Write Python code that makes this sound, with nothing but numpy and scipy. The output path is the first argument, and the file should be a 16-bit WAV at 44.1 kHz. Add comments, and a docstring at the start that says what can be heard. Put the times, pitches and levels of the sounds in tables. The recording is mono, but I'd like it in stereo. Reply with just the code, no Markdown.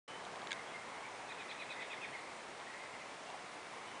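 """A wooded hillside: a wash of distant air and traffic, with far birds whistling throughout.
From 0.25 s a twig crackles close by, each crack ringing the wood, loudest near 0.5 s.
From 1.3 s a bird sings eight quick notes, both sides of its syrinx at once, then a lower closing
note at 2.1 s; trunks and trees scatter the song. The twig snaps faintly at 2.6 s and again
at 3.3 s, as a hoof shifts softly on the soil."""
import sys
import numpy as np
from scipy import signal
from scipy.fft import rfft, irfft
from scipy.io import wavfile
from scipy.ndimage import uniform_filter1d

SR = 44100
rng = np.random.default_rng(int(sys.argv[2]) if len(sys.argv) > 2 else 0)


def put_to_file(sound):
    """Save the sound as 16-bit audio at rate SR, in the file named by the first command-line argument."""
    columns = np.atleast_2d(sound).T  # one column per channel
    safe = np.clip(columns, -1, 1)
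    whole_steps = np.round(safe * 32767)
    wavfile.write(sys.argv[1], SR, whole_steps.astype(np.int16))


N = 176400

# Song notes (start [s], length [s], low voice [dB], high voice [dB], top of high arch [Hz])
SONG_NOTES = [(1.283, .046, -52.5, -55.5, 3880), (1.380, 0.048, -52, -57, 3830),
              (1.482, 0.047, -51.5, -52.5, 4010), (1.583, 0.054, -50.5, -55, 4050),
              (1.689, 0.045, -49.5, -53.5, 3960), (1.795, 0.043, -52.5, -54.5, 3795),
              (1.899, 0.047, -49.5, -54.5, 3690), (2.010, 0.051, -49, -58, 3610)]


def bird(low_rasp=.08, high_rasp=.32, closing_at_s=2.123, closing_hz=2200):
    """Both sides of the syrinx sing at once; a down-flick ends each note, a lower arch the song."""
    out = np.zeros(N)
    for start_s, length_s, low_db, high_db, top_hz in SONG_NOTES:
        add(out, start_s, amp(low_db) * low_voice(length_s, low_rasp))
        add(out, start_s, amp(high_db) * high_voice(.79 * length_s, top_hz, high_rasp))
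        flick_hz = top_hz * (1.07 - .22 * progress(.016))
        add(out, start_s + .74 * length_s, amp(high_db - 1.5) * raspy(flick_hz, high_rasp, edge=.19))
    arch_hz = closing_hz * (1 - .23 * (2 * progress(.047) - 1) ** 2)
    add(out, closing_at_s, amp(-49) * raspy(arch_hz, low_rasp))
    upswing_hz = 1.55 * arch_hz[:round(.018 * SR)]
    add(out, closing_at_s, amp(-60.5) * raspy(upswing_hz, high_rasp))
    return woods(out, trunks_db=-6.5, trunks_s=.016)


def low_voice(length_s, rasp, hold_hz=2502, hold_share=.47):
    """One side of the syrinx: settles, swells while it holds, then drops."""
    u = progress(length_s)
    settle_hz = 428 * np.exp(-u * length_s / .0045)
    drop_hz = 1050 * (np.maximum(u - hold_share, 0) / (1 - hold_share)) ** 1.8
    swell_db = -7 * np.maximum(1 - u / hold_share, 0)
    return amp(swell_db) * raspy(hold_hz + settle_hz - drop_hz, rasp)


def high_voice(length_s, top_hz, rasp, rise_share=.63):
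    """Other side of the syrinx: arches in pitch while growing louder."""
    u = progress(length_s)
    rise = .85 + .15 * np.sin(np.pi / 2 * np.minimum(u / rise_share, 1)) ** 2
    fall = .33 * (np.maximum(u - rise_share, 0) / (1 - rise_share)) ** 2
    return np.sqrt(u / rise_share) * raspy(top_hz * (rise - fall), rasp)


# Snaps (time [s], peak [dB], body gain [dB], tick gain [dB])
TWIG_SNAPS = [(.2508, -40, -4, -14), (.3585, -43, -4, -14), (.4183, -40, -4, -14), (.4716, -32.5, -2, -14),
              (.5079, -32, 3, -14), (.5144, -34.5, 3, -6), (.5177, -27, 4.5, -10), (.5293, -28.5, 2, 0),
              (2.6, -44, -4, -14), (3.301, -41, -4, -14)]
# Wood modes (frequency [Hz], level [dB], t60 [s])
TWIG_MODES = [(1630, -8.5, 0.022), (2210, -3.5, 0.014), (2390, -12, .008), (3360, 1, .009),
              (3800, 0.5, 0.0095), (4720, -21, 0.045), (6480, -14, 0.016), (7360, -13, 0.0095)]


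def twig(body_top_hz=2700, crack_s=.0007, tick_s=.0003, attack_s=.00044):
    """Each crack rings the wood; thick fibres add body, a clean break adds a bright tick."""
    out, t = np.zeros(N), np.arange(0, .04, 1 / SR)
    crack_band = signal.butter(6, [1300, 4000], "bandpass", fs=SR)
    for time_s, peak_db, body_db, tick_db in TWIG_SNAPS:
        ring = np.zeros(len(t))
        for hz, mode_db, t60_s in TWIG_MODES:
            envelope = amp(mode_db + body_db * (hz < body_top_hz) - 60 * t / t60_s)
            detuned_hz = hz * (1 + .025 * rng.uniform(-1.1, 1))
            ring += envelope * np.sin(2 * np.pi * (detuned_hz * t + rng.random()))
        crack = unit(signal.lfilter(*crack_band, rng.standard_normal(len(t)))) * np.exp(-t / crack_s)
        tick = amp(tick_db) * rng.standard_normal(len(t)) * np.exp(-t / tick_s)
        snap = (ring + crack) * np.minimum(t / attack_s, 1) + tick
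        add(out, time_s, amp(peak_db) * snap / abs(snap).max())
    return out


# Scuffs (time [s], level [dB])
HOOF_SCUFFS = [(3.292, -44.5), (3.335, -46)]


def hoof(centre_hz=775, width_hz=410, rise_s=.0065):
    """A hoof scuffs soft soil: dull bursts of noise."""
    out, t = np.zeros(N), np.arange(0, .1, 1 / SR)
    envelope = t / rise_s * np.exp(1 - t / rise_s)
    for time_s, db in HOOF_SCUFFS:
        add(out, time_s, amp(db) * envelope * noise_band(np.full(len(t), centre_hz), width_hz))
    return out


# Far whistles (start [s], length [s], level [dB], pitch [Hz], glide [Hz])
FAR_WHISTLES = [(.06, .11, -60, 3010, 20), (.675, .035, -62.5, 3200, 250), (.735, .04, -51.5, 2140, -70),
                (1.962, .03, -54, 2080, 0), (2.06, .11, -74, 8850, -120), (2.2, .08, -74, 8300, -280),
                (2.66, .065, -55.5, 1895, 30), (2.815, .05, -58, 2040, 0), (2.928, .045, -54, 2110, -20),
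                (3.262, .05, -61, 2770, -20), (3.85, .145, -64.5, 2980, 60)]
# Calls deep in the woods (start [s], length [s], level [dB], pitch [Hz], glide [Hz])
BLURRED_CALLS = [(.42, 0.26, -58.5, 1980, 190), (0.564, 0.047, -49.5, 2032, 2), (.76, 0.12, -58, 2103, -3),
                 (0.889, .1, -54, 2060, 102), (1.029, 0.063, -52.5, 2226, 28), (1.107, 0.12, -63, 2220, 29),
                 (1.399, .12, -54, 2123, -62), (1.749, 0.11, -50.5, 2040, 59),
                 (1.948, 0.056, -54.5, 2105, -9), (2.17, 0.31, -61, 2110, 117),
                 (2.734, .145, -53.5, 2080, 0), (2.923, .048, -53, 2110, -19),
                 (2.968, 0.16, -58, 2120, -70.5), (3.25, 0.43, -63.5, 2140, -0.5),
                 (3.62, .37, -60, 2077, 141.5)]


def far_birds(blur_hz=280):
    """Near-level whistles, and calls so far off that the trees blur them into a band."""
    out = np.zeros(N)
    for start_s, length_s, db, hz, glide_hz in FAR_WHISTLES:
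        add(out, start_s, amp(db) * whistle(hz + glide_hz * progress(length_s), edge=.18))
    for start_s, length_s, db, hz, glide_hz in BLURRED_CALLS:
        u = progress(length_s)
        envelope = np.sqrt(np.sin(np.pi * u))
        add(out, start_s, amp(db) * envelope * noise_band(hz + glide_hz * u, blur_hz))
    return woods(out, trunks_db=-8, trunks_s=.025)


# Tail decay (frequency [Hz], t60 [s])
WOODS_DECAY = [(500, 0.25), (2000, 0.77), (4000, 0.28), (10000, 0.13)]


def woods(x, trunks_db, trunks_s, tail_db=-11):
    """Adds quick scatter from nearby trunks and a long tail from the trees."""
    t = np.arange(SR) / SR
    trunk_taps, tree_taps = rng.choice([-1., 1.], (2, SR)) * (rng.random((2, SR)) < 1 / 20)
    near = trunk_taps * (t > .004) * np.exp(-t / trunks_s)
    hz, frame_s, spectra = signal.stft(tree_taps * np.minimum(t / .01, 1), SR, nperseg=256)
    decay = amp(-60 * frame_s / log_interp(WOODS_DECAY, hz)[:, None])
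    tail = signal.istft(spectra * decay, SR, nperseg=256)[1][:SR]
    echo = amp(trunks_db) * near / np.linalg.norm(near) + amp(tail_db) * tail / np.linalg.norm(tail)
    return x + signal.fftconvolve(x, echo)[:N]


# Wash spectrum (frequency [Hz], relative density [dB])
WASH_SPECTRUM = [(20, -41), (45, -26), (80, -17.5), (125, -10), (200, -7.5), (400, -3), (750, 0.5),
                 (1050, 0), (1400, -4.5), (2200, -5.5), (2800, -10.5), (4500, -16), (7000, -19.5),
                 (10000, -22.5)]
# Low roar gain (time [s], level [dB])
ROAR_GAIN = [(0, 0.5), (.4, 1.3), (.6, 0.8), (1.2, 0), (2, -0.1), (2.4, -.8), (3.15, -1.2), (4, -0.8)]


def wash(rms_db=-49, patchy_db=.72, roar_top_hz=1900):
    """Distant air and traffic: a roar that slowly eases, under an even hiss."""
    frames, hz = N // 256 + 5, np.fft.rfftfreq(1024, 1 / SR)
    real, imag, patches = rng.standard_normal((3, frames, 513))
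    patches = unit(uniform_filter1d(uniform_filter1d(patches, size=10, axis=0), size=10, axis=1))
    drift_db = np.interp(np.arange(frames) * 256 / SR, *np.transpose(ROAR_GAIN))
    roar_db = drift_db[:, None] / (1 + (hz / roar_top_hz) ** 4)
    spectra = (real + 1j * imag) * amp(log_interp(WASH_SPECTRUM, hz) + roar_db + patchy_db * patches)
    return amp(rms_db) * unit(signal.istft(spectra.T, nperseg=1024, noverlap=768)[1][:N])


def raspy(hz, rasp, width_hz=800, edge=.14):
    """A whistle with the share `rasp` of its power smeared into noise around the pitch."""
    noise = ramps(len(hz), edge) * noise_band(hz, width_hz)
    return np.sqrt(1 - rasp) * whistle(hz, edge) + np.sqrt(rasp) * noise


def whistle(hz, edge, jitter=.011, flutter_db=1.8, overtone_db=-24):
    """A nearly pure, slightly unsteady tone with soft ends."""
    phase = 2 * np.pi * np.cumsum(hz * (1 + jitter * wander(len(hz), 310))) / SR
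    envelope = np.sin(np.pi / 2 * ramps(len(hz), edge))
    flutter = amp(flutter_db * wander(len(hz), 130))
    return np.sqrt(2) * envelope * flutter * (np.sin(phase) + amp(overtone_db) * np.sin(2 * phase))


def noise_band(hz, width_hz):
    """Narrowband noise along a pitch curve."""
    phase = 2 * np.pi * np.cumsum(hz) / SR
    in_phase, quadrature = wander(len(hz), width_hz / 2), wander(len(hz), width_hz / 2)
    return (in_phase * np.cos(phase) + quadrature * np.sin(phase)) / np.sqrt(2)


def wander(count, cutoff_hz):
    """Low-passed noise, rms about 1."""
    hz = np.fft.rfftfreq(SR, 1 / SR)
    spectrum = rfft(rng.standard_normal(SR)) / (1 + (hz / cutoff_hz) ** 4)
    return unit(irfft(spectrum, SR))[:count]


def ramps(count, edge):
    """Linear fade in and out, each over the share `edge` of the length."""
    u = np.linspace(0, 1, count)
    return np.clip(np.minimum(u, 1 - u) / edge, 0, 1)


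def progress(length_s):
    """Ramp from 0 to 1."""
    return np.arange(0, length_s, 1 / SR) / length_s


def log_interp(points, hz):
    """Interpolates a table on a log-frequency axis."""
    point_hz, value = np.transpose(points)
    return np.interp(np.log(hz + 1), np.log(point_hz), value)


def add(mix, time_s, sound):
    """Mixes a sound in at a time."""
    part = mix[max(round(time_s * SR), 0):][:len(sound)]
    part += sound[:len(part)]


def amp(db):
    """Decibels to gain."""
    return 10 ** (np.asarray(db) / 20)


def unit(x):
    """Scales to rms 1."""
    return x / np.sqrt(np.mean(x ** 2) + 1e-20)


def scene():
    """Mono sum, alike in both channels."""
    return np.tile(wash() + bird() + far_birds() + twig() + hoof(), (2, 1))


def record(dry, on_s=.078, cutoff_hz=10050):
    """Switch-on after a brief silence, then a steep low-pass."""
    gate = np.clip((np.arange(N) / SR - on_s) / .003, 0, 1)
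    lowpass = signal.firwin(511, cutoff_hz, window=("kaiser", 9), fs=SR)
    return signal.oaconvolve(dry * gate, lowpass[None], "same")


dry = scene()
out = record(dry)
put_to_file(out)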